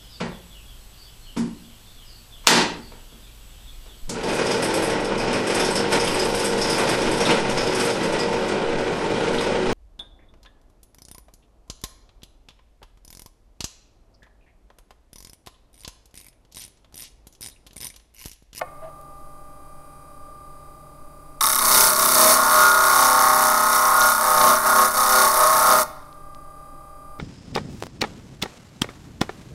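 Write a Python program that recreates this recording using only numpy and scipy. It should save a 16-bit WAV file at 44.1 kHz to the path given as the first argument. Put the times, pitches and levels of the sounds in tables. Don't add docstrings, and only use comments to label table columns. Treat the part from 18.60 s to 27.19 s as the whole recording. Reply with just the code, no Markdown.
import sys
import numpy as np
from scipy import signal
from scipy.fft import rfft, irfft
from scipy.io import wavfile
from scipy.ndimage import uniform_filter1d

SR = 44100
rng = np.random.default_rng(int(sys.argv[2]) if len(sys.argv) > 2 else 0)


def volts_from_decibels(level):
    exponent = np.asarray(level, float) / 20
    return 10 ** exponent


def unload_audio(sound):
    columns = np.transpose(np.atleast_2d(sound))
    steps = np.round(np.clip(columns, -1, 1) * 32767)
    wavfile.write(sys.argv[1], SR, steps.astype(np.int16))


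N = 378819
TIME = np.arange(N) / SR
IDLE_HZ = 33.24
TOUCH_S, LEAVE_S = 2.808, 7.232
WHITE = np.sqrt(140 * 32.3 / (SR / 2))


def level(x, db):
    return x * volts_from_decibels(db) / np.sqrt(np.mean(x ** 2))


def colour(x, points, peaks=(), peaks_db=0.):
    size = 2 ** 19
    f = np.arange(1, size // 2 + 2) * SR / size
    hz, db = np.transpose(points)
    cepstrum = irfft(np.interp(np.log(f), np.log(hz), db) * np.log(10) / 20, size)
    gain = np.exp(rfft(np.r_[cepstrum[0], 2 * cepstrum[1:size // 2]], size))
    for k, (centre, width, top_db) in enumerate(peaks):
        resonance = width * f / (width * f + 1j * (f ** 2 - centre ** 2))
        gain += (-1) ** k * volts_from_decibels(top_db + peaks_db) * resonance
    return irfft(rfft(x, size) * gain, size)[:N] / np.sqrt(np.mean(np.abs(gain) ** 2))


def walk(rate_hz):
    k = int(SR / rate_hz)
    held = np.repeat(rng.standard_normal(N // k + 1), k)
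    return 1.378 * uniform_filter1d(uniform_filter1d(held, k), k)[:N]


def curve(rows):
    s, *columns = np.transpose(rows)
    return [np.interp(TIME, s, c) for c in columns]


def swells(rows):
    s, half_s, *columns = np.array(rows).T[:, :, None]
    coarse = TIME[::64]
    bell = np.exp(-((coarse - s) / half_s) ** 2)
    return [np.interp(TIME, coarse, np.sqrt(np.sum(bell * volts_from_decibels(db) ** 2, axis=0))) for db in columns]


def rim(turns, track, orders, count, spread_db=2.0):
    size = 8 * orders
    heights = volts_from_decibels(spread_db * rng.standard_normal(orders) + 3.3 * rng.standard_normal((count, orders)))
    phase = 2 * np.pi * rng.random(orders) + np.cumsum(rng.standard_normal((count, orders)), axis=0)
    rough = irfft(heights * np.exp(1j * phase) * (np.arange(orders) > 0), size)
    rough /= rough.std()
    row, share = track.astype(int) % (count - 1), track % 1
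    cell = (turns % 1 * size).astype(int)
    return (1 - share) * rough[row, cell] + share * rough[row + 1, cell]


def waves(table, turns):
    return sum(volts_from_decibels(db + 3.07 * walk(6.)) * np.sin(2 * np.pi * (k * turns + rng.random())) for k, db in table)


def shaft():
    # time in seconds, loaded speed in turns Hz.
    loaded = [(2.95, 33.0), (3.22, 31.98), (3.38, 32.26), (3.68, 31.65), (3.9, 32.42), (4.33, 32.26),
              (5.05, 32.42), (5.26, 32.2), (5.46, 32.04), (5.65, 32.63), (5.9, 31.45), (6.07, 32.33),
              (6.23, 31.95), (6.42, 32.66), (6.64, 32.18), (6.94, 31.75), (7.07, 32.06), (7.23, 31.8)]
    recover_s, free_hz = .22, 33.29
    hz = curve([(TOUCH_S, IDLE_HZ), *loaded, (LEAVE_S + recover_s, free_hz)])[0]
    change = uniform_filter1d(np.abs(np.gradient(hz)) * SR, size=SR // 8)
    creep, slip_per_hz_s, top = 9.5, 6., 21.
    hz = hz + .09 * walk(9.) * np.clip(IDLE_HZ - hz - .2, 0, 1)
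    return hz, np.minimum(creep + slip_per_hz_s * change, top)


def whine(turns):
    # frequency at idle in Hz, level in dB.
    lines = [(629.8, -65.5), (797.8, -62.5), (1030.4, -75.5), (1123, -81), (1163.4, -59.5), (1196.6, -52),
             (1229.9, -64.5), (1263.1, -71.5), (1429.3, -78.5), (1595.5, -75.5), (1994.4, -79.5),
             (3191, -85), (4786.6, -82.5), (4853, -86.5)]
    # time in seconds, gain in dB.
    shade = [
        (.3, 4.5),
        (1, 3),
        (7.3, 0),
        (7.67, 5.5),
    ]
    out = 0
    for hz, db in lines:
        start = np.round(hz / IDLE_HZ) ** 2 / 4
        gain = volts_from_decibels(db + 3.5 + 1.1 * walk(4.3))
        out = out + gain * np.sin(2 * np.pi * (hz / IDLE_HZ * turns + start))
    return out * volts_from_decibels(curve(shade)[0])


def brushes(turns):
    # frequency in Hz, density in dB per Hz.
    bed = [(760, -15), (1300, -6), (1520, 7), (1650, -9.5), (1720, -2), (1930, -5), (2100, -3),
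           (2410, -5.5), (3330, -38), (3620, -4), (4800, -19), (7520, -9.5), (8890, -0.5), (10600, 0),
           (15800, -14)]
    # frequency in Hz, width in Hz, level in dB.
    peaks = [(2430, 90, -2), (3750, 40, 0.5), (3950, 60, -8), (4070, 60, -7), (4340, 34, -15),
             (4810, 64, 0), (5530, 70, -12), (8740, 36, -7), (9180, 50, 0.5), (9670, 24, -4),
             (10400, 39, -11), (11730, 82, -18), (12400, 58, -1), (15000, 39, -9)]
    beat = volts_from_decibels(0.85 * rim(turns, 0.58 * TIME, orders=12, count=20))
    repeating = beat * rim(turns, 1.5 * TIME, orders=660, count=20, spread_db=4.)
    chatter = level(repeating + .22 * rng.standard_normal(N), -59.5)
    return colour(chatter, bed, peaks, peaks_db=2.5)


def fan():
    # frequency in Hz, level in dB.
    tones = [(29, -70), (58.2, -53.5), (88, -75), (115, -71.5), (145.4, -55), (174, -73), (285, -62),
             (565, -70), (589, -55.5)]
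    out = 0
    for hz, db in tones:
        gain = volts_from_decibels(db + 0.5 + 0.57 * walk(7.2))
        cycles = np.cumsum(hz * (1 + 0.00401 * walk(3))) / SR
        out = out + gain * np.sin(2 * np.pi * cycles)
    return out


def room_air():
    # frequency in Hz, density in dB per Hz.
    rumble = [(24, -17.5), (40, -13), (98, -10.5), (152, -9.5), (212, -18), (279, -10.5), (488, -18.5),
              (613, -9), (692, -23), (793, -15.5), (937, -19.5), (1180, -15.5), (1500, -36), (1950, -48.5),
              (3300, -120)]
    # frequency in Hz, density in dB per Hz.
    sway = [(2, -22), (6, 1), (12, 6), (25, -4.5), (45, -19), (70, -50.5)]
    noise = rng.standard_normal((2, N))
    swelling = colour(noise[0], rumble) * volts_from_decibels(-51 + 0.753 * walk(2.38))
    return swelling + level(colour(noise[1], sway), -42.5)


def tray_knocks():
    # time in seconds, level in dB, push length in seconds.
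    knocks = [
        (0.0123, -18.5, 0.0001),
        (0.0155, -14, 0.00026),
        (.036, -36, 0.00054),
    ]
    # frequency in Hz, level in dB, t60 in seconds.
    modes = [(516, -5, 0.13), (628, 3, 0.043), (728, 5.5, 0.065), (887, -3.5, 0.054), (1090, -3, 0.16),
             (1415, 2, 0.028), (1800, -6, 0.041), (2150, -2, 0.025), (2520, -13, 0.05), (2930, -11, 0.036),
             (3800, -18, 0.037), (4670, -23, .03)]
    out, t = np.zeros(N), TIME[:SR // 4]
    ring = 0
    for k, (hz, db, t60_s) in enumerate(modes):
        ring = ring + (-1) ** k * volts_from_decibels(db) * np.sin(2 * np.pi * hz * t) * 1000. ** (-t / t60_s)
    for s, db, push_s in knocks:
        crack = volts_from_decibels(-5.5) * rng.standard_normal(len(t)) * np.exp(-t / 0.0059)
        push = np.hanning(int(push_s * SR) + 3)
        hit = np.convolve(ring + crack, push)[:len(t)]
        out[int(s * SR):][:len(t)] += volts_from_decibels(db) * hit / np.abs(hit).max()
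    return out


def tray_drag():
    # middle in seconds, half length in seconds, level in dB.
    slides = [
        (.228, .008, -42),
        (.246, 0.013, -37),
        (.281, 0.014, -41.5),
    ]
    drag = swells(slides)[0]
    hum = np.sqrt(2) * np.sin(2 * np.pi * np.cumsum(630 + 12 * walk(31.0)) / SR)
    rub = drag * volts_from_decibels(-6.0) * rng.standard_normal(N)
    return drag * hum + colour(rub, [(300, -38), (700, 10), (1500, -6), (4000, -23), (8000, -43)])


def ticks():
    # time in seconds, level in dB, frequency in Hz, width in Hz.
    events = [
        (.413, -27, 12500, 5000),
        (.594, -55, 2000, 1000),
        (.666, -53, 1800, 1000),
        (.737, -55, 3500, 2000),
        (7.429, -44, 3800, 1500),
        (7.464, -49, 4070, 2517),
        (7.528, -34, 4200, 1300),
        (7.748, -26, 4200, 2780),
    ]
    out, t = np.zeros(N), TIME[:400]
    for s, db, hz, width_hz in events:
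        out[int(s * SR):][:len(t)] += volts_from_decibels(db) * np.sin(2 * np.pi * hz * t) * np.exp(-np.pi * width_hz * t)
    return out


def hand(hz):
    # middle in seconds, half length in seconds, push in dB, bite of the grit in dB.
    strokes = [(2.86, .12, -22.5, -29.5), (3.046, 0.064, -19, -32), (3.185, 0.083, -16, -20),
               (3.296, 0.038, -20.5, -34), (3.444, 0.075, -18, -26), (3.623, 0.083, -15.5, -21),
               (3.717, 0.035, -17, -23), (3.83, 0.13, -17, -30), (4.018, 0.088, -14, -25),
               (4.2, 0.1, -16, -31), (4.388, 0.11, -15, -25.5), (4.656, 0.22, -15, -29.5),
               (4.86, 0.081, -18, -30.5), (5.047, 0.11, -17, -31.5), (5.163, 0.049, -19, -29),
               (5.293, 0.11, -16, -32), (5.466, 0.077, -17, -27), (5.693, 0.092, -16.5, -31),
               (5.869, 0.085, -14, -26), (6.089, 0.048, -16, -30.5), (6.205, 0.066, -13.5, -28),
               (6.405, 0.053, -17, -29), (6.581, 0.1, -13.5, -24.5), (6.807, 0.068, -17.5, -29.5),
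               (6.955, 0.12, -16, -29), (7.118, 0.068, -13.5, -27.5), (7.203, 0.027, -25, -29.5)]
    rest_db = (-29, -49.5)
    push, bite = (20 * np.log10(np.hypot(g, volts_from_decibels(db))) for g, db in zip(swells(strokes), rest_db))
    more = push + 16
    sag_hz = IDLE_HZ - hz - 1.
    since_s = np.maximum(TIME - TOUCH_S, 0)
    burr = 2.5 * (1 - np.tanh((TIME - 3.76) / 0.0092)) / 2
    sizzle = -22 + 0.76 * (bite + 27) + burr
    boom = -27.5 + 10.5 * sag_hz + 0.85 * more
    thud = -40 + 7 * sag_hz + 0.95 * more
    lump = 7.5 * np.exp(-np.maximum(TIME - 3.8, 0) / 0.48)
    seat = -13 * np.exp(-(since_s / .22) ** 2)
    fill = -8.5 + more + 1.16 * since_s + seat
    return push, boom - push, bite - push, sizzle - push, thud, lump, fill


def rim_contact(turns, track, fill):
    # place in turns after first touch, decay in turns, drum in dB, scrape in dB, sizzle in dB.
    spots = [(0, .07, -4, -5, -3), (.12, .07, 0, 1, -4), (.24, .05, -6, -8, -8), (.42, .035, -6, -7, -3),
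             (.6, .055, 0, -1, 0), (.88, .05, -3, -6, 0)]
    place = turns - np.interp(TOUCH_S, TIME, turns)
    peaks = sum(volts_from_decibels(np.array(db))[:, None] * np.exp(-((place - at) % 1) / decay) for at, decay, *db in spots)
    bumps = volts_from_decibels(3.5 * rim(turns, .4 * track, orders=24, count=100))
    gate = peaks + fill * bumps
    return gate / np.sqrt(uniform_filter1d(gate ** 2, size=2700))


def housing_drum(turns, track, drive, ripple_force):
    # frequency in Hz, density in dB per Hz.
    bed = [(600, -31), (800, -23), (1000, -4.5), (1300, -7), (1600, -13), (2200, -25.5), (2700, -35.5),
           (3400, -50.5), (4500, -62)]
    # frequency in Hz, width in Hz, level in dB.
    modes = [(893.4, 26.3, -2.5), (1098.6, 43.3, 1), (1239, 44.4, -3.5), (1422.6, 13, -6.5),
             (1625, 58, -18)]
    # cycles a turn, level in dB re drum.
    ripples = [(12, -25.5), (16, -22.5), (24, -16.5), (32, -20), (34, -12), (39, -17)]
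    rough = WHITE * rim(turns, .7 * track, orders=140, count=150)
    drum = colour(rough * drive, bed, modes, peaks_db=4.0)
    return drum + ripple_force * volts_from_decibels(6.5) * waves(ripples, turns)


def tray_boom(turns, track, drive):
    # frequency in Hz, density in dB per Hz.
    bed = [(350, -51), (480, -18.5), (560, -12), (700, -60), (800, -27), (1000, -54.5)]
    # frequency in Hz, width in Hz, level in dB.
    mode = [(625.4, 16.5, 24.5)]
    rough = WHITE * rim(turns, 1.6 * track, orders=140, count=250)
    return colour(rough * drive * volts_from_decibels(1.2), bed, mode)


def bench_thud(turns, track, thud, lump_db):
    # frequency in Hz, density in dB per Hz.
    bed = [(59, -46), (100, -26.5), (199, -2), (259, 0), (286, -13.5), (381, -1.5), (415, -6.5),
           (480, -5.5), (620, -20.5), (1060, -120)]
    # cycles a turn, level in dB re thud.
    lobes = [(4, -13.5), (5, -8), (6, -15), (7, -4.5), (8, -1)]
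    rough = WHITE * rim(turns, .5 * track, orders=140, count=100)
    return colour(rough * thud * volts_from_decibels(lump_db - 1.0), bed) + volts_from_decibels(-3.0) * thud * waves(lobes, turns)


def grit(turns, track):
    grains = volts_from_decibels(4.76 * rim(turns, .5 * track, orders=70, count=100) - 0.42)
    return rng.standard_normal(N) * grains


def scrape(turns, track, drive):
    # frequency in Hz, density in dB per Hz.
    bed = [(1760, -37.5), (3000, -7.5), (3190, -58), (3280, -41.5), (3530, 3), (3640, 5), (4200, -1.5),
           (4440, -1.5), (5030, -1.5), (5450, 0.5), (6310, 6), (7400, -7.5), (9620, -29.5), (16300, -120)]
    # frequency in Hz, width in Hz, level in dB.
    piece = [(2157, 187, 7), (3850, 217, -31), (4400, 35, 12), (5550, 320, 6), (6430, 170, 2.5),
             (6660, 100, 7.5)]
    return colour(grit(turns, track) * drive, bed, piece, peaks_db=-4.0)


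def grit_sizzle(turns, track, drive):
    # frequency in Hz, density in dB per Hz.
    bed = [(5000, -18.5), (7200, -15), (7500, -8.5), (9000, -0.5), (9900, -4), (10800, 4), (12000, -3),
           (13000, -6.5), (14500, -4.5), (15700, -8.5)]
    # frequency in Hz, width in Hz, level in dB.
    peaks = [(9350, 110, -9.5), (11000, 350, -10.5)]
    return colour(grit(turns, track) * drive, bed, peaks, peaks_db=3.5)


def snags(turns):
    # first catch in seconds, number of turns, frequency in Hz, width in Hz, level in dB.
    catches = [(2.81, 7, 3750, 500, -13), (2.8105, 7, 5700, 1000, -13), (2.8115, 7, 2100, 450, -20),
               (2.8355, 6, 11200, 900, -4), (2.8265, 6, 5400, 1100, -12), (2.8265, 5, 8800, 1000, -9.5),
               (3.183, 4, 5300, 600, -10), (3.21, 2, 3730, 540, -17), (3.555, 1, 5200, 800, -11),
               (3.617, 1, 5000, 800, -10), (3.932, 14, 3720, 400, -19), (5.131, 6, 5800, 700, -11.5),
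               (5.409, 1, 6000, 770, -6), (5.417, 1, 3900, 1200, -8), (5.439, 3, 11500, 1200, -7),
               (5.717, 2, 11800, 1000, -9), (5.835, 1, 4500, 1500, -9), (5.868, 4, 5800, 800, -13),
               (5.9, 1, 3900, 900, -11), (7.0, 1, 5600, 500, -13), (7.113, 1, 4850, 600, -9)]
    out, t = np.zeros(N), TIME[:600]
    for s, repeats, hz, width_hz, db in catches:
        angles = turns[int(s * SR)] + np.arange(round(repeats))
        for at in np.searchsorted(turns, angles):
            ring = np.sin(2 * np.pi * hz * t) * np.exp(-width_hz * t) * (1 - np.exp(-t / 0.000064))
            rough = 1 + 0.13 * rng.standard_normal(len(t))
            out[at:at + len(t)] += volts_from_decibels(db + 2.0 * rng.standard_normal()) * ring * rough
    return out


def grinding(turns, track, controls):
    drum_db, boom_db, scrape_db, sizzle_db, thud_db, lump_db, fill_db = controls
    fill = volts_from_decibels(fill_db)
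    drum_gate, scrape_gate, sizzle_gate = rim_contact(turns, track, fill)
    touch = (TIME > TOUCH_S) * np.exp(-np.maximum(TIME - LEAVE_S, 0) / 0.0041)
    force = touch * volts_from_decibels(drum_db)
    out = housing_drum(turns, track, drum_gate ** 0.89 * force, force * fill)
    out += tray_boom(turns, track, force * volts_from_decibels(boom_db))
    out += bench_thud(turns, track, touch * volts_from_decibels(thud_db), lump_db)
    out += scrape(turns, track, scrape_gate * force * volts_from_decibels(scrape_db))
    out += grit_sizzle(turns, track, sizzle_gate * force * volts_from_decibels(sizzle_db))
    return out + snags(turns)


def room(x):
    t60_s, treble_t60_s, room_db = 0.77, 0.42, -17.5
    t = TIME[:SR // 2]
    noise = rng.standard_normal(len(t))
    low = signal.sosfilt(signal.butter(2, 4500., fs=SR, output="sos"), noise)
    tail = low * 1000. ** (-t / t60_s) + (noise - low) * 1000. 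** (-t / treble_t60_s)
    tail *= 1 - np.exp(-t / 0.002)
    return signal.fftconvolve(x, level(tail, room_db) / np.sqrt(len(t)))[:N]


def scene():
    hz, slide = shaft()
    turns, track = np.cumsum(hz) / SR, np.cumsum(slide) / SR
    background = whine(turns) + brushes(turns) + fan() + room_air()
    handling = tray_knocks() + tray_drag() + ticks()
    near = handling + grinding(turns, track, hand(hz))
    return (near + room(near) + background)[None]


def low_pass(x):
    return signal.sosfilt(signal.butter(12, 16970, fs=SR, output="sos"), x)


def record(dry):
    cut = signal.ellip(12, .2, 60, 15700, fs=SR, output="sos")
    round_off = .56 * np.tanh(signal.sosfilt(cut, dry) / .56)
    mix = signal.sosfilt(cut, round_off)
    return low_pass(mix)


dry = scene()
out = record(dry)
unload_audio(out)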